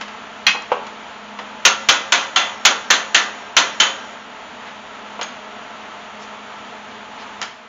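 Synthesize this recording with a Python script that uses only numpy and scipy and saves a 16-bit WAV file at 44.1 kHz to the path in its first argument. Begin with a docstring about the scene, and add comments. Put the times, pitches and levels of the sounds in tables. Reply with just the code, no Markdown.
"""A steel hand tool knocks slag off a fresh weld on a wrought-iron scroll panel in nine quick blows.
Each blow is a bright crack and a dense clash, with the panel's long modes ringing through it.
A steel clank and a dull wooden knock come first; handled tools click and tinkle, work clothes scuff.
A machine fan rushes and hums in the small, hard-walled workshop and falls away near the end.
The blows overload a narrow-band microphone."""
import sys
import numpy as np
from scipy import signal
from scipy.fft import rfft, irfft, next_fast_len
from scipy.io import wavfile
from scipy.ndimage import map_coordinates

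SR = 44100
rng = np.random.default_rng(int(sys.argv[2]) if len(sys.argv) > 2 else 0)


def transcribe(u):
    """Save the signal u as a 16-bit wav file named by the first command-line argument.

    u: samples, shape (n,) or (channels, n), limited to [-1, 1]; the rate is SR.
    q: integer samples, one column per channel.
    """
    v = np.clip(np.atleast_2d(u).T, -1, 1)
    q = np.round(v * 32767).astype(np.int16)
    wavfile.write(sys.argv[1], SR, q)


N = 338688
BAND_HZ = 7330  # top of the microphone's band
RING_T = np.arange(SR) / SR  # seconds after a contact


def amp(db):
    """Decibels to gain."""
    return 10 ** (np.asarray(db) / 20)


def along(points, hz):
    """Read a curve of (hz, value) points on a log frequency axis."""
    point_hz, values = np.transpose(points)
    return np.interp(np.log(hz + 1), np.log(point_hz + 1), values)


def bumps(peaks, hz):
    """Resonances as bell curves, in dB over frequency."""
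    return sum(db / (1 + (2 * (hz - centre) / width) ** 2) for centre, width, db in peaks)


def wobble(rate_hz):
    """A smooth random curve through rate_hz points a second."""
    points = rng.standard_normal(int(N * rate_hz / SR) + 4)
    return map_coordinates(points, [np.arange(N) * rate_hz / SR])


def noise(colour_db, size=SR):
    """Noise of rms 1 with a spectrum in dB, inside the microphone's band."""
    padded = next_fast_len(size)
    hz = np.fft.rfftfreq(padded, 1 / SR)
    spectrum = rfft(rng.standard_normal(padded)) * amp(colour_db(hz)) * (hz < BAND_HZ)
    hiss = irfft(spectrum, padded)[:size]
    return hiss / np.sqrt(np.mean(hiss ** 2) + 1e-20)


def lowpass(sound, edge_hz, slope_width_hz=200):
    """A steep treble cut."""
    padded = next_fast_len(N + SR // 2)
    gain = np.clip((edge_hz - np.fft.rfftfreq(padded, 1 / SR)) / slope_width_hz + .5, 0, 1)
    return irfft(rfft(sound, padded) * gain, padded)[:N]


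def add(track, start_s, sound):
    """Mix a sound into the track."""
    part = track[max(round(start_s * SR), 0):][:len(sound)]
    part += sound[:len(part)]


def attack(rise_s):
    """The contact force takes a moment to build."""
    return 1 - np.exp(-RING_T / rise_s)


def decay(t60_s):
    """An exponential die-away, 60 dB down after t60_s."""
    return amp(-60 * RING_T / max(t60_s, .005))


def crack(t60_s, tilt_db):
    """The bright first instant of a hard contact."""
    return noise(lambda hz: along([(500, -tilt_db), (6000, 0.015)], hz)) * decay(t60_s)


def ring(modes, scatter_db, split_hz=0, phase_spread=1):
    """Decaying modes, excited differently by each contact; a mode split into a close pair beats."""
    total = np.zeros(len(RING_T))
    for (hz, db, t60_s), (size, phase, gap, lag) in zip(modes, rng.standard_normal((len(modes), 4))):
        beat = np.cos(np.pi * split_hz * (np.exp(0.42 * gap) * RING_T + 0.097 * lag))
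        tone = np.sin(2 * np.pi * (hz * RING_T + phase_spread * phase))
        total += amp(db + scatter_db * size) * decay(t60_s) * beat * tone
    return total / np.sqrt(sum(amp(db) ** 2 for _, db, _ in modes) / 2)


# The workshop's reverb time: freq_hz, t60_s
ROOM_DECAY = [(150, 0.74), (1000, 0.56), (3000, 0.56), (7000, 0.38)]

def in_room(sound, wet_db, build_s=0.002):
    """A contact plus the hard walls' dense answer, which builds up within milliseconds."""
    hz, t, spectra = signal.stft(rng.standard_normal(SR // 2), SR, nperseg=256)
    fade = amp(-60 * t / along(ROOM_DECAY, hz)[:, None])
    tail = signal.istft(spectra * fade, SR, nperseg=256)[1]
    tail *= 1 - np.exp(-np.arange(len(tail)) / SR / build_s)
    return sound + amp(wet_db) * signal.fftconvolve(sound, tail / np.linalg.norm(tail))[:len(sound)]


# Tone of the rushing air: freq_hz, gain_db
AIR_EQ = [(15, -58.5), (25, -22.5), (177, -14), (204, -9.5), (235, -5.5), (386, -14), (415, -5),
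          (563, -9.5), (619, -4), (784, -5.5), (882, -2.5), (993, -3), (3230, -13), (4940, -23),
          (7040, -23), (9150, -66), (15500, -120)]
# Resonances of the fan housing: centre_hz, width_hz, gain_db
HOUSING_PEAKS = [(245, 20, 4), (700, 17, 6.5), (867, 17, 7), (1318, 80, 5), (3160, 990, 2),
                 (5200, 570, -3.5)]
# Blade hum, balanced against the rush: pitch_hz, level_db
BLADE_HUM = [(210.5, -14.5), (420, -24), (629, -16), (866, -18)]

def fan(level_db=-35.5, flutter_db=0.52, waver_db=2, drift_cycles=0.13,
        fall_at_s=7.42, fall_db=8.5, fall_time_s=0.16):
    """Air rushes through the fan's housing over the unsteady hum of its blades; both fall away late."""
    t = np.arange(N) / SR
    air = noise(lambda hz: along(AIR_EQ, hz) + bumps(HOUSING_PEAKS, hz), size=N)
    air *= amp(flutter_db * wobble(11))
    hum = np.zeros(N)
    for hz, db in BLADE_HUM:
        strength = np.sqrt(2) * amp(db + waver_db * wobble(7))
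        drift_s = drift_cycles / BLADE_HUM[0][0] * wobble(7.4)
        hum += strength * np.sin(2 * np.pi * hz * (t + drift_s))
    fallen = 1 - np.exp(-np.maximum(t - fall_at_s, 0) / fall_time_s)
    return (air + hum) * amp(level_db - fall_db * fallen)


# Soft scuffs of work clothes and gloves: peak_s, level_db, centre_hz
SCUFF_CUES = [(4.678, -36.5, 1770), (6.231, -45.5, 5500), (7.213, -41.5, 2900)]

def scuffs(length_s=0.055, octave_drop_db=9):
    """Cloth and leather brush past in short swells of hiss."""
    out = np.zeros(N)
    swell = np.exp(-(2 * (RING_T - .5) / length_s) ** 2)
    for peak_s, db, centre_hz in SCUFF_CUES:
        hiss = noise(lambda hz: -octave_drop_db * np.log2((hz + 1) / centre_hz) ** 2)
        add(out, peak_s - .5, amp(db) * hiss * swell)
    return out


# Touches of a small steel part: start_s, level_db
TINKLE_CUES = [(5.2305, -22.5), (5.237, -32)]
# Its thin, high ring: pitch_hz, relative_db, t60_s
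TINKLE_RING = [(3330, 1, .08), (6490, 16, 0.033), (6640, -9, 0.18), (6750, -6, .15)]

def tinkles():
    """A small steel part touches and bounces once."""
    out = np.zeros(N)
    for start_s, db in TINKLE_CUES:
        add(out, start_s, amp(db) * in_room(ring(TINKLE_RING, scatter_db=1), wet_db=-6))
    return out


# Light tool clicks, the snap balanced against the clatter: start_s, level_db, snap_db
CLICK_CUES = [(.011, -23, -17), (.082, -32.5, -8), (.622, -34, 2), (.868, -32.5, -4), (1.389, -26.5, -14),
              (5.213, -19.5, -11), (5.233, -30, -8), (7.416, -22, 4), (7.427, -22.5, -1)]
# Tone of the clatter: freq_hz, gain_db
CLICK_EQ = [(120, -51), (200, -15.5), (447, -11.5), (593, -9), (1130, -1), (2010, -3), (2240, -6),
            (3150, -3.5), (3710, -10), (7040, -20.5), (9150, -56), (15500, -120)]

def clicks():
    """A handled tool gives a sharp snap and a short, duller clatter."""
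    out = np.zeros(N)
    for start_s, db, snap_db in CLICK_CUES:
        clatter = noise(lambda hz: along(CLICK_EQ, hz)) * decay(t60_s=0.1)
        snap = amp(snap_db) * crack(t60_s=0.013, tilt_db=11.5)
        add(out, start_s, amp(db) * in_room(clatter + snap, wet_db=-6.5))
    return out


# Dull knocks on wood, one firm and the rest faint: start_s, level_db
KNOCK_CUES = [(.547, -18.5), (0.561, -18.5), (0.7173, -3.5), (.768, -19.5), (1.391, -19.5), (5.192, -17),
              (5.2132, -18.5)]
# The wood's short ring: pitch_hz, relative_db, t60_s
WOOD_RING = [(495, -13, 0.098), (640, -15.5, 0.08), (837, -10, 0.096), (935, 2, 0.018), (1070, -18.5, .06),
             (2740, -12, 0.018)]
# Tone of the thud: freq_hz, gain_db
THUD_EQ = [(88, -60), (150, -22), (340, -51), (480, -8), (598, -3.5), (969, 0.5), (1380, -6), (1650, -14.5),
           (3030, -16), (4680, -34), (7000, -37), (9100, -77.5), (15400, -120)]

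def knocks(body_db=-1, thud_db=-8.5):
    """Wood's damped modes all start in step, so each knock is one short push."""
    out = np.zeros(N)
    for start_s, db in KNOCK_CUES:
        thud = amp(thud_db) * noise(lambda hz: along(THUD_EQ, hz)) * decay(t60_s=0.11)
        body = amp(body_db) * ring(WOOD_RING, scatter_db=4.0, phase_spread=.03)
        add(out, start_s, amp(db) * in_room((thud + body) * attack(0.00076), wet_db=-9))
    return out


# The opening clank of steel: start_s, level_db
CLANK_CUES = [(0.4663, -8)]
# The loose piece's ring: pitch_hz, relative_db, t60_s
CLANK_RING = [(1319, -7.5, 0.16), (1880, -3.5, 0.23), (2546, -0.5, .31), (2690, -23, .2), (2820, -27, .22),
              (3260, 4, 0.19), (4030, -3, 0.17), (4140, 9, 0.035), (4430, -4.5, 0.082), (5840, -2.5, 0.09)]
# Tone of its clatter: freq_hz, gain_db
CLANK_EQ = [(35, -81), (60, -55), (211, -14.5), (376, -27), (903, -14), (1100, -8.5), (1290, -6.5),
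            (2210, -5), (2500, -1.5), (3300, -5), (3650, -11.5), (5880, -16.5), (7040, -19), (9150, -57),
            (15500, -120)]

def clank(modes_db=3):
    """A loose steel piece rings in a few strong modes over a burst of clatter."""
    out = np.zeros(N)
    for start_s, db in CLANK_CUES:
        clatter = noise(lambda hz: along(CLANK_EQ, hz)) * decay(t60_s=0.23)
        modes = amp(modes_db) * ring(CLANK_RING, scatter_db=.5)
        add(out, start_s, amp(db) * in_room((clatter + modes) * attack(0.00082), wet_db=-14))
    return out


# Blows on the panel; each struck spot boosts two resonances:
# start_s, level_db, boost_db, first_peak_hz, second_peak_hz
BLOW_CUES = [(1.651, 1, 4, 1380, 2690), (1.887, -2.5, -2, 1740, 3400), (2.121, -6, 3.5, 1010, 4900),
             (2.360, -8.5, 7.5, 720, 3240), (2.651, -0.5, 1.5, 1440, 3540), (2.9027, -3, 5, 1790, 4220),
             (3.145, -3.5, 6, 1800, 1980), (3.566, -2.5, -1, 1370, 3420), (3.800, -4.5, 11, 3090, 6730)]
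# The iron panel's strongest modes: pitch_hz, relative_db, t60_s
PANEL_RING = [(543, -17, 1.4), (706, -10, .45), (957, -7, .45), (1060, -9, .3), (1187, -11, .6),
              (1358, -3, .5), (1454, 0, .35), (1593, -14, 1.5), (1710, -3, .3), (1754, -2, .3),
              (1846, -10, .55), (2015, -5, .5), (2352, -6, .3), (2535, -9, .45), (2740, -10, .5),
              (3070, -5, .3), (3164, -5, .4), (3340, -4, .25), (3468, -2, .4), (3623, -4, .3),
              (3960, -10, .35), (4259, -4, .28), (4918, -11, .35), (5512, -24, 1.3), (5835, -19, .7),
              (6341, -8, .35), (6858, -18, .9)]
# Tone of the clash and its shimmer: freq_hz, gain_db
CLASH_EQ = [(40, -44), (120, -28.5), (250, -14), (450, -10.5), (700, -6), (1250, 1), (2100, -1), (3200, 2),
            (4200, -3.5), (5100, -11), (6450, -0.5), (7200, -10.5)]

def panel_blows(clash_db=-3, crack_db=-9, long_ring_db=-7, modes_db=-5, shimmer_db=-26,
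                crossover_hz=1300, spread_s=0.012, spot_width_hz=130, rebound_s=0.022, rebound_db=-10.5):
    """Each blow sets off a dense clash of short modes, with the panel's long modes ringing through it."""
    out = np.zeros(N)
    low_band = signal.butter(2, crossover_hz, fs=SR, output="sos")
    swell = 1 - 0.67 * np.exp(-RING_T / spread_s)  # slow bending waves take time to spread
    for start_s, db, boost_db, *peaks_hz in BLOW_CUES:
        low_t60_s = 0.37 - 0.031 * db  # lighter blows damp the panel less
        tilt = [(700, -0.5), (2500, 0), (6000, 0.5 + 0.7 * db)]  # harder blows are brighter
        spot = [(hz, spot_width_hz, boost_db) for hz in peaks_hz]
        wash = noise(lambda hz: along(CLASH_EQ, hz) + along(tilt, hz) + bumps(spot, hz))
        lows = signal.sosfiltfilt(low_band, wash)
        clash = (wash - lows) * decay(0.54 * low_t60_s) + lows * swell * decay(low_t60_s)
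        # many weak modes shimmer on after the clash
        shimmer = noise(lambda hz: along(CLASH_EQ, hz) + along(tilt, hz)) * decay(t60_s=1.0)
        spot_modes = [(hz, level + 0.9 * bumps(spot, hz), t60_s) for hz, level, t60_s in PANEL_RING]
        modes = ring(spot_modes, scatter_db=1.46, split_hz=5.2)
        long_ring = amp(modes_db) * modes + amp(shimmer_db) * shimmer
        # the long ring is about as strong after every blow, hard or light
        blow = amp(clash_db) * clash + amp(long_ring_db - db) * long_ring
        blow += amp(crack_db) * crack(t60_s=0.1, tilt_db=10)
        # the tool bounces and touches again
        bounce_s = rebound_s * np.exp(0.17 * rng.standard_normal())
        add(blow, bounce_s, amp(crack_db + rebound_db) * crack(t60_s=0.049, tilt_db=8))
        add(out, start_s, amp(db) * in_room(blow * attack(0.00079), wet_db=-14.5))
    return out


def scene(low_cut_hz=130):
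    """The workshop's mono mix at one small microphone, which takes little bass from the hits."""
    low_cut = signal.butter(2, low_cut_hz, "high", fs=SR, output="sos")
    hits = signal.sosfilt(low_cut, panel_blows() + clank() + knocks() + clicks())
    return (hits + tinkles() + scuffs() + fan())[None]


def record(dry, ceiling=1.16, top_hz=15900):
    """The input stage saturates, the band is cut, and the remaining overshoots clip at full scale."""
    saturated = dry[0] / (1 + np.abs(dry[0] / ceiling) ** 6) ** (1 / 6)
    clipped = np.clip(lowpass(saturated, BAND_HZ), -1, 1)
    return lowpass(clipped, top_hz)[None]


dry = scene()
out = record(dry)
transcribe(out)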